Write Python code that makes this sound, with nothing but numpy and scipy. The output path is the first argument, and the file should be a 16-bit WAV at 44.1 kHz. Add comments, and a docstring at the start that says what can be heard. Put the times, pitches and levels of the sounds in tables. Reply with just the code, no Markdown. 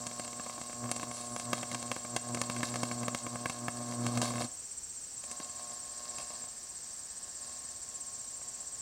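"""On the ground below a power pole at dusk, where a fuse is arcing.
The arc dies and relights 120 times a second: its flame hums, its core buzzes, restrikes snap.
It stretches, collapses at about 4.4 s and burns on as a small sizzling spark.
Katydids scrape their wings and crickets trill all around; one thin high whistle passes."""
import sys
import numpy as np
from scipy import signal
from scipy.fft import rfft, irfft, next_fast_len
from scipy.io import wavfile
from scipy.ndimage import uniform_filter1d

SR = 44100
rng = np.random.default_rng(int(sys.argv[2]) if len(sys.argv) > 2 else 0)


def log_audio(samples):
    """Write samples as a 16-bit WAV file to the path given in sys.argv[1]."""
    # one column per channel
    frames = np.atleast_2d(samples).T
    # limit to full scale, then quantise
    limited = np.clip(frames, -1, 1)
    pcm = np.round(limited * 32767).astype(np.int16)
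    wavfile.write(sys.argv[1], SR, pcm)


N = 388521


def from_db(db):
    """Decibels to gain."""
    return 10 ** (np.asarray(db) / 20)


def rms_one(x):
    """Scale to unit rms."""
    return x / np.sqrt(np.mean(x ** 2) + 1e-20)


def read(rows, at):
    """Interpolate a table's columns linearly along its first."""
    first, *columns = np.transpose(rows)
    return [np.interp(at, first, column) for column in columns]


def seconds():
    """Time of each sample."""
    return np.arange(N) / SR


def drift(rate_hz):
    """Smooth random wander below rate_hz; rms 1."""
    hz = np.arange(N // 2 + 1) * SR / N
    return rms_one(irfft(rfft(rng.standard_normal(N)) / (1 + (hz / rate_hz) ** 4), N))


def tone(hz):
    """Sine following a pitch curve."""
    return np.sin(2 * np.pi * np.cumsum(hz) / SR)


def colour(x, spectrum):
    """Filter by a spectrum table; rms 1."""
    size = next_fast_len(N)
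    hz, db = np.transpose(spectrum)
    bins_hz = np.maximum(np.arange(size // 2 + 1) * SR / size, 1)
    gain = from_db(np.interp(np.log(bins_hz), np.log(hz), db))
    return rms_one(irfft(rfft(x, size) * gain, size)[:N])


def low_pass(x, hz):
    """Two-pole low-pass."""
    return signal.sosfilt(signal.butter(2, hz, fs=SR, output="sos"), x + 1e-18)


def high_pass(x, hz, order=2):
    """Butterworth high-pass."""
    return signal.sosfilt(signal.butter(order, hz, "high", fs=SR, output="sos"), x)


def resonance(x, hz, width_hz, stages=1):
    """Identical resonators in series; peak gain 1."""
    radius = np.exp(-np.pi * width_hz / SR)
    forward = np.array([1, 0, -1]) * (1 - radius ** 2) / 2
    feedback = [1, -2 * radius * np.cos(2 * np.pi * hz / SR), radius ** 2]
    for _ in range(stages):
        x = signal.lfilter(forward, feedback, x + 1e-18)
    return x


def delayed(x, delay_s):
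    """Fractional delay."""
    return np.interp(seconds() - delay_s, seconds(), x, left=0)


# Air spectrum: (frequency [Hz], relative density [dB])
AIR_SPECTRUM = [(20, -13), (55, -2), (80, -0.5), (140, -6.5), (400, -9.5), (1000, -11.5), (2000, -14.5),
                (4000, -16), (10000, -20.5), (15500, -23)]


def air():
    """Still evening air: faint broadband noise."""
    return from_db(-58) * colour(rng.standard_normal(N), AIR_SPECTRUM)


# Chorus spectrum: (frequency [Hz], relative density [dB])
CHORUS_SPECTRUM = [(3000, -59), (4000, -12), (4400, -4), (5250, -7), (5650, 3.5), (6100, 2.5), (6500, -2.5),
                   (7000, 3), (7400, 1.5), (8100, 4), (8450, -31), (8900, -3), (9300, -15), (10500, -46)]


def chorus():
    """Far insects merge into a flickering hiss."""
    return from_db(-51 + drift(30)) * colour(rng.standard_normal(N), CHORUS_SPECTRUM)


# Insect notes: (frequency [Hz], stage width [Hz], level [dB])
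TRILL_BANDS = [(5626, 160, -63), (7500, 130, -56), (8258, 35, -60), (8550, 300, -63)]


def trills():
    """Distant insects hold steady notes: narrow bands of noise."""
    return sum(from_db(db) * rms_one(resonance(rng.standard_normal(N), hz, width_hz, stages=2))
               for hz, width_hz, db in TRILL_BANDS)


def cricket(pitch_hz=8750, wander_hz=70, pulse_hz=56, warm_up_s=2.5):
    """A small cricket chops one high note into a fast, even trill."""
    t = seconds()
    pulses = np.sqrt(.5 + .5 * np.cos(2 * np.pi * pulse_hz * t))
    level_db = -59.3 - 6 * np.exp(-t / warm_up_s)
    return from_db(level_db) * rms_one(pulses * tone(pitch_hz + wander_hz * drift(128)))


# One wing stroke: (phase [strokes], pitch [ratio], relative level [dB])
WING_STROKE = [(-.5, .96, -40), (-.24, .955, -16), (-.16, .975, -5), (-.07, .994, -1), (0, 1, 0),
               (.07, .993, -1), (.15, .964, -3), (.22, .93, -7), (.31, .9, -13), (.5, .89, -40)]


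def katydid(strokes, top_hz, roughness, wander_hz, arch=1):
    """The scraper speeds up and slows along the file, so each stroke arches in pitch; rms 1."""
    ratio, db = read(WING_STROKE, (strokes + .5) % 1 - .5)
    pitch_hz = top_hz * ratio ** arch + wander_hz * drift(479) + 15 * drift(9.78)
    teeth = 1 + roughness * drift(460)
    return rms_one(from_db(db + drift(33)) * teeth * tone(pitch_hz))


def far_katydids(count=3):
    """Katydids further off, each at its own pitch and pace."""
    out = np.zeros(N)
    for top_hz in np.linspace(7550, 8150, count):
        stroke_hz = 15 + rng.standard_normal()
        strokes = stroke_hz * seconds() + rng.random()
        out += from_db(-59.5) * katydid(strokes, top_hz, roughness=.23, wander_hz=95.3)
    return out


# Song bouts: (start [s], level approached [dB])
KATYDID_BOUTS = [(-1.987, -52), (0.4586, -50), (3.6997, -48.5), (6.542, -47.5)]


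def bout_katydid(stroke_hz=15.22, bout_s=2.8, swell_db=7, swell_s=1.0, release_db_per_s=200):
    """A near katydid starts softly, swells, breaks off and begins again."""
    starts_s, full_db = np.transpose(KATYDID_BOUTS)
    bout = np.searchsorted(starts_s, seconds()) - 1
    age_s = seconds() - starts_s[bout]
    level_db = full_db[bout] - swell_db * np.exp(-age_s / swell_s)
    level_db -= release_db_per_s * np.maximum(age_s - bout_s, 0)
    strokes = age_s * stroke_hz - .5
    return from_db(level_db) * katydid(strokes, top_hz=7580, roughness=.5, wander_hz=49.7, arch=1.2)


# Nearest katydid's pace: (time [s], running count [strokes])
STROKE_COUNT = [(0, -.25), (3.2, 53.36), (4.8, 80.34), (5.6, 93.62), (8.9, 148.83)]


def nearest_katydid(warm_up_s=2.8):
    """The nearest katydid sings throughout, growing slightly louder."""
    strokes, = read(STROKE_COUNT, seconds())
    level_db = -49.3 - 2.3 * np.exp(-seconds() / warm_up_s)
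    return from_db(level_db) * katydid(strokes, top_hz=8280, roughness=.1, wander_hz=40)


# One glide per tone, each a list of (time [s], pitch [Hz], level [dB])
WHISTLE_GLIDES = [
    [(1.105, 9300, -66), (1.12, 9450, -53), (1.165, 10120, -53), (1.19, 9780, -53), (1.205, 9200, -58),
     (1.22, 9550, -53), (1.237, 9600, -52), (1.255, 8800, -57), (1.3, 8900, -56), (1.35, 9880, -50),
     (1.375, 10250, -62), (1.39, 9950, -52), (1.425, 9120, -53), (1.435, 8900, -70)],
    [(1.235, 9950, -63), (1.26, 9550, -58), (1.29, 9180, -56), (1.31, 9400, -57), (1.345, 10100, -66)],
]


def whistle():
    """Two thin high tones glide up and down."""
    out, t = np.zeros(N), seconds()
    for glide in WHISTLE_GLIDES:
        hz, db = read(glide, t)
        sounding = (t > glide[0][0]) & (t < glide[-1][0])
        out += sounding * from_db(db + drift(80)) * tone(hz + 25 * drift(300))
    return out


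def half_cycles(relight_hz=120, first_zero_s=.0048):
    """Per sample: index of the nearest current zero and signed offset from it [s]."""
    turns = (seconds() - first_zero_s) * relight_hz
    nearest = np.round(turns)
    return nearest.astype(int) + 1, (turns - nearest) / relight_hz


def relightings(uneven_db):
    """Per sample: random gain of the nearest relighting and signed offset from it [s]."""
    index, offset_s = half_cycles()
    return from_db(uneven_db * rng.standard_normal(index[-1] + 1))[index], offset_s


def dips(width_ms, uneven_db, jitter_ms=.03):
    """The hot channel shrinks at each current zero, making a pressure dip; rms 1."""
    index, offset_s = half_cycles()
    size, lateness = rng.standard_normal((index[-1] + 1, 2))[index].T
    offset_ms = offset_s * 1000 - jitter_ms * lateness
    pressure = -from_db(uneven_db * size) * np.exp(-.5 * (offset_ms / width_ms) ** 2)
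    return rms_one(pressure - pressure.mean())


# Holder ringing: (time [s], level [dB])
HOLDER_LEVEL = [(0, -65), (4.44, -68), (4.5, -99), (5.1, -68), (5.3, -63.5), (5.8, -62.5), (6.17, -57),
                (6.6, -64), (7.3, -61), (7.9, -64.5), (8.8, -65)]
# Holder modes: (frequency [Hz], width [Hz], gain [dB])
HOLDER_MODES = [(1800, 180, 11.5), (4100, 370, 1), (4530, 150, 9), (4970, 430, 14)]


def fuse_holder():
    """Each relighting rings the holder; locked to the mains, it sings lines 120 Hz apart."""
    size, offset_s = relightings(uneven_db=2.5)
    clicks = size * np.maximum(1 - np.abs(offset_s * SR), 0)
    ringing = sum(from_db(db) * resonance(clicks, hz, width_hz) for hz, width_hz, db in HOLDER_MODES)
    level_db, = read(HOLDER_LEVEL, seconds())
    return from_db(level_db) * rms_one(ringing)


# Mains harmonics of the core: (frequency [Hz], gain [dB])
WHINE_HARMONICS = [(480, -21), (600, -22), (720, -19.5), (840, -16.5), (1080, -2.2), (1440, -8.5),
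                   (1680, -14)]


def whine(buzz_db, limit_db=-47):
    """The even part of the pulsing holds clean harmonics, which follow the buzz up to a limit."""
    level_db = np.minimum(buzz_db, limit_db) + .8 * drift(9)
    even = from_db(level_db) * dips(width_ms=.16, uneven_db=0, jitter_ms=0)
    return sum(from_db(db) * resonance(even, hz, width_hz=20) for hz, db in WHINE_HARMONICS)


# Turbulence spectrum: (frequency [Hz], relative density [dB])
ROAR_SPECTRUM = [(70, -34), (170, -4), (300, 2.5), (600, -6), (850, -3.5), (1400, -9), (4000, -36)]


def roar(hum_db):
    """Flame turbulence: low noise that follows the hum."""
    return from_db(hum_db - 22) * colour(rng.standard_normal(N), ROAR_SPECTRUM)


# Spark spectrum: (frequency [Hz], relative density [dB])
SIZZLE_SPECTRUM = [(300, -2), (800, 9.5), (1650, 0.5), (2300, 0), (3200, 3), (4400, 9.5), (4950, 6),
                   (5600, 7), (9000, 6.5), (11500, -8), (15000, -17)]


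def sizzle(sizzle_db, burst_s=.0043):
    """Each relighting throws a short spray of sparks at the foot of the arc."""
    size, offset_s = relightings(uneven_db=2.8)
    bursts = size * rng.standard_normal(N) * np.exp(-np.abs(offset_s) / burst_s)
    return from_db(sizzle_db - 2.5) * colour(bursts, SIZZLE_SPECTRUM)


# Peaks and a hollow in the drone: (frequency [Hz], width [Hz], gain [dB])
DRONE_EQ = [(120, 40, 3.3), (240, 60, 2.8), (480, 30, -4), (600, 40, 5), (720, 40, 2.5)]


def drone(hum_db, buzz_db, full_hum_db=-28):
    """Broad dips from the flame hum, narrow ones from its core buzz; a very large flame booms."""
    flame = from_db(hum_db - 17.5) * dips(width_ms=.59, uneven_db=.5)
    core = from_db(buzz_db - 11.5) * dips(width_ms=.16, uneven_db=2.3, jitter_ms=.05)
    boom_db = -52 + 2.2 * np.minimum(hum_db - full_hum_db, 2)
    boom = from_db(boom_db) * dips(width_ms=1.4, uneven_db=1.2)
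    pulses = flame + high_pass(core, 280, order=1) + boom
    pulses += .15 * delayed(low_pass(pulses, 1500), .00428)   # weaker dip near peak current
    return pulses + sum((from_db(db) - 1) * resonance(pulses, hz, width_hz)
                        for hz, width_hz, db in DRONE_EQ)


# Hard restrikes: (time [s], strength [dB], cutoff [Hz], relative thump [dB], relative spit [dB])
RESTRIKES = [(0.0676, -10.5, 5500, 0, -18), (.114, -13, 3000, -10, -28), (0.1971, -6, 4270, 0, -23.5),
             (0.249, -15, 4500, -4, -24), (0.2789, -13.5, 4970, -9, -24), (.331, -15, 2490, -3, -21),
             (0.3973, -6.5, 1800, -6, -22), (.4637, -10.5, 1700, -22, -17), (0.497, -10.5, 2700, -10, -23),
             (.58, -7.5, 1100, -20, -21), (0.6149, -13, 4400, 6, -24), (0.6972, -11.5, 1900, -11, -33),
             (0.7299, -13.5, 1700, -11, -22), (0.8413, -10.5, 2000, -10, -24), (0.859, -12, 2000, -13, -24),
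             (0.893, -9.5, 2480, -16, -27), (0.915, -3, 6900, 2, -22), (.9638, -8, 4930, -20, -23),
             (0.9977, -6.5, 2800, -20, -30), (1.0304, -10, 2620, -18, -14.5),
             (1.1136, -12.5, 4200, -1, -21), (1.3636, -6, 4000, -10, -22.5), (1.3984, -8, 5000, -18, -30),
             (1.5315, 5, 3400, -8, -21.5), (1.5802, -14, 4400, -13, -22), (1.6305, -8, 3200, -20, -17),
             (1.7151, -5.5, 3740, -20, -18), (1.7469, -3, 4170, -14, -20), (1.828, -9, 5000, -5, -28),
             (1.916, 2, 3300, -22, -24), (1.9644, -3, 1800, -21, -26), (2.0492, -9, 2130, -16, -22),
             (2.1641, 1.5, 4400, -30, -20), (2.3474, -5.5, 5500, 3, -21.5), (2.3731, -4, 1900, -6, -25),
             (2.4157, 0, 5740, -5, -25), (2.4991, -1.5, 3400, -1, -23), (2.5644, -5.5, 2800, -20, -19),
             (2.607, -9, 3500, -11, -28), (2.6315, 3.5, 2700, -8, -20.5), (2.7414, -5, 2500, -20, -22),
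             (2.758, -5, 3870, 1, -22), (2.8327, -2, 4370, 8, -20), (2.9141, -5, 2700, -10, -24),
             (3.0322, -9.5, 2400, -20, -14.5), (3.0823, 0.5, 2900, 0.5, -26), (3.1481, 2.5, 3450, -13, -32),
             (3.266, -4, 1970, -15, -18.5), (3.3576, -2.5, 1400, -13, -24), (3.458, 1.5, 2120, -2.5, -20),
             (3.4977, -4, 3700, -8, -20), (3.683, 3.5, 1950, -8, -24), (3.8123, -13, 1100, -11, -28),
             (3.924, -10, 2500, -13, -24), (4.0662, 0, 3820, -30, -31.5), (4.1744, -2.5, 4000, -22, -19.5),
             (4.2166, 1, 4950, 1, -21.5), (4.2307, -7, 3500, 5, -24), (4.2567, -8, 3200, -8, -22),
             (4.306, -7, 1600, -13, -23), (4.338, -5, 1500, -13, -25), (4.357, -9, 2200, -13, -20),
             (4.3818, -5, 2020, -18, -21), (4.408, -1.5, 905, -7, -23), (4.4206, -5, 3200, -6, -35),
             (4.438, -18, 4000, -15, -20), (5.238, -22.5, 6500, -25, -15), (5.314, -15.5, 6000, -13, -20),
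             (5.4005, -12, 2600, -25, -18), (5.4961, -19.5, 2200, -17, -19), (5.695, -23, 2500, -13, -31),
             (6.0544, -21, 2500, -17, -26), (6.1383, -28, 2500, -17, -21), (6.1847, -14, 5500, -13, -19),
             (6.2, -16, 4500, -10, -20), (6.3054, -16, 2000, -13, -27), (6.414, -20.5, 2500, -13, -26),
             (6.439, -18, 2200, -13, -20), (8.416, -19, 2000, -15, -28)]


def snaps(spit_s=.0049, thump_hz=1000):
    """A restrike is a pressure spike, duller for a longer channel, with a hot-air thump and sparks."""
    out, age_s = np.zeros(N), np.arange(SR // 20) / SR
    spike = signal.unit_impulse(len(age_s))
    for time_s, db, cutoff_hz, thump_db, spit_db in RESTRIKES:
        spit = from_db(spit_db) * rng.standard_normal(len(age_s)) * np.exp(-age_s / spit_s)
        crack = low_pass(spike + spit, cutoff_hz)
        edge = from_db(-25) * cutoff_hz / 4000 * np.diff(spike + spit, prepend=0)
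        thump = from_db(thump_db) * low_pass(spike, thump_hz)
        start = round(time_s * SR)
        out[start:start + len(age_s)] += from_db(db - 4) * (crack + edge + thump)
    treble_ring = resonance(out, 7800, 3300, stages=2)
    treble_ring += from_db(12.5) * resonance(out, 8930, 5700, stages=2)
    return out + treble_ring


# Give of the flame by size: (hum [dB], share of stretch [ratio])
FLAME_GIVE = [(-37, 1), (-32, .3)]


def stretch(hum_db, swell_db=3.5, swell_s=.06, shrink_db=10, shrink_s=.028):
    """Flame stretch [dB]: it swells up to each snap, then shrinks; a large flame gives less."""
    t, swell, shrink = seconds()[::40], 0, 0
    for time_s, db, *_ in RESTRIKES:
        force = from_db(.6 * min(db - 2, 0))   # full from 2 dB up
        after = np.maximum(t - time_s, 0) / shrink_s
        swell = np.maximum(swell, force * (t < time_s) * np.exp(-np.abs(t - time_s) / swell_s))
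        shrink = np.maximum(shrink, force * after * np.exp(1 - after))
    give, = read(FLAME_GIVE, hum_db[::40])
    return np.interp(seconds(), t, give * (swell_db * swell - shrink_db * shrink))


# Flame before its collapse: (time [s], hum drive [dB], sizzle drive [dB])
FLAME_DRIVE = [(0, -43.5, -54), (.3, -45, -55), (.72, -47.5, -53), (.82, -34.5, -64), (.9, -34, -55),
               (1.0, -41, -50), (1.08, -36, -58), (1.22, -45, -46), (1.34, -40.5, -62), (1.41, -42, -49),
               (1.49, -32.5, -62), (1.59, -33.5, -47.5), (1.66, -44, -54.5), (1.73, -34, -52.5),
               (1.9, -39.5, -53.5), (2.02, -44, -55.5), (2.13, -35.5, -56), (2.21, -37, -56.5),
               (2.3, -33.5, -55.5), (2.5, -34, -51), (2.82, -31.5, -50), (2.9, -32.5, -50),
               (3.13, -32.5, -56), (3.19, -50, -50.5), (3.25, -38, -59.5), (3.44, -33.5, -55),
               (3.52, -43, -54), (3.6, -38.5, -59), (3.73, -34.5, -62), (3.8, -33.5, -51.5),
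               (3.97, -30.5, -58), (4.06, -27.5, -48.5), (4.17, -28.5, -48.5), (4.26, -32.5, -53),
               (4.35, -26, -50.5), (4.44, -28.5, -42.5)]
# Small spark: (time [s], buzz drive [dB])
SPARK_DRIVE = [(5.05, -90), (5.17, -64.5), (5.32, -53), (5.6, -52.5), (5.85, -56), (6.1, -50.5),
               (6.45, -55.5), (6.53, -63), (7.35, -62), (7.45, -58), (7.8, -59), (8.8, -60)]
# Sprays of sparks: (start [s], sizzle drive [dB], fade [dB/s])
SPARK_FLARES = [(2.634, -44, 50), (3.91, -46, 140), (4.217, -34, 124), (4.41, -42, 149), (5.4, -50, 80),
                (5.58, -50, 122), (5.85, -53.5, 120), (6.177, -47, 121), (6.3, -49.5, 81), (7.42, -56, 22)]


def burning(collapse_s=4.447, collapse_db_per_s=700, flutter_hz=14):
    """Hum, buzz and sizzle drives [dB]: a long flame hums, a short one sizzles; a spark takes over."""
    t = seconds()
    flame_db, flame_sizzle_db = read(FLAME_DRIVE, t)
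    stretch_db = stretch(flame_db)
    collapse_db = collapse_db_per_s * np.maximum(t - collapse_s, 0)
    spark_db = read(SPARK_DRIVE, t)[0] + 1.6 * drift(flutter_hz)
    flare_db = np.full(N, -np.inf)
    for start_s, db, fade_db_per_s in SPARK_FLARES:
        fading_db = db - fade_db_per_s * (t - start_s) - (start_s < collapse_s) * collapse_db
        flare_db = np.maximum(flare_db, np.where(t > start_s, fading_db, -np.inf))
    hum_db = flame_db + stretch_db + 2 * drift(flutter_hz) - collapse_db
    core_db = -45 + .24 * (flame_db + 39.5) + .9 * stretch_db - collapse_db
    foot_db = flame_sizzle_db - .49 * stretch_db - collapse_db
    buzz_db = np.max([core_db, spark_db, flare_db + .5], axis=0)
    sizzle_db = np.max([foot_db, spark_db - 5, flare_db], axis=0)
    return hum_db, buzz_db, sizzle_db


def reflection(x, delay_s=.00186, gain=.72, turn_hz=410):
    """One close echo, inverted in the bass and weaker in the treble."""
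    warped = np.tan(np.pi * turn_hz / SR)
    pole = (1 - warped) / (1 + warped)
    turned = signal.lfilter([pole, -1], [1, -pole], x)
    dulled = .7 * turned + .3 * uniform_filter1d(turned, size=9)
    return gain * delayed(dulled, delay_s)


def scatter(x, t60_s=.65):
    """Diffuse echoes from trees and ground, which return little bass."""
    age_s = np.arange(SR // 2) / SR
    echoes = low_pass(rng.standard_normal(len(age_s)), 3500) * from_db(-60 * age_s / t60_s)
    echoes = high_pass(echoes, 350)
    return signal.fftconvolve(x, echoes / np.sqrt(np.sum(echoes ** 2)))[:N]


# Pole hardware modes: (frequency [Hz], width [Hz], gain [dB])
HARDWARE_MODES = [(370, 200, -4), (490, 130, -12), (760, 240, -7), (1030, 220, -4.5), (2400, 600, -10),
                  (4600, 900, -7)]


def arc():
    """All parts of the arc ring the hardware and reach the ground along one path."""
    hum_db, buzz_db, sizzle_db = burning()
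    source = roar(hum_db) + sizzle(sizzle_db) + fuse_holder() + snaps()
    source += drone(hum_db, buzz_db) + whine(buzz_db)
    source = high_pass(source, 70)   # a small source radiates little bass
    source += sum(from_db(db) * resonance(source, hz, width_hz) for hz, width_hz, db in HARDWARE_MODES)
    combed = source + reflection(source)
    return combed + from_db(-22) * scatter(combed)


def scene():
    """Air, arc, insects and whistle, the same in both channels."""
    mix = air() + arc()
    mix += nearest_katydid() + bout_katydid() + far_katydids()
    mix += trills() + chorus() + cricket() + whistle()
    return np.tile(mix, (2, 1))


def record(dry, ceiling_db=-8, cutoff_hz=15900):
    """Soft clip, then a steep low-pass."""
    ceiling = from_db(ceiling_db)
    rounded = ceiling * np.tanh(dry / ceiling)
    return signal.sosfilt(signal.ellip(12, .1, 80, cutoff_hz, fs=SR, output="sos"), rounded)


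dry = scene()
out = record(dry)
log_audio(out)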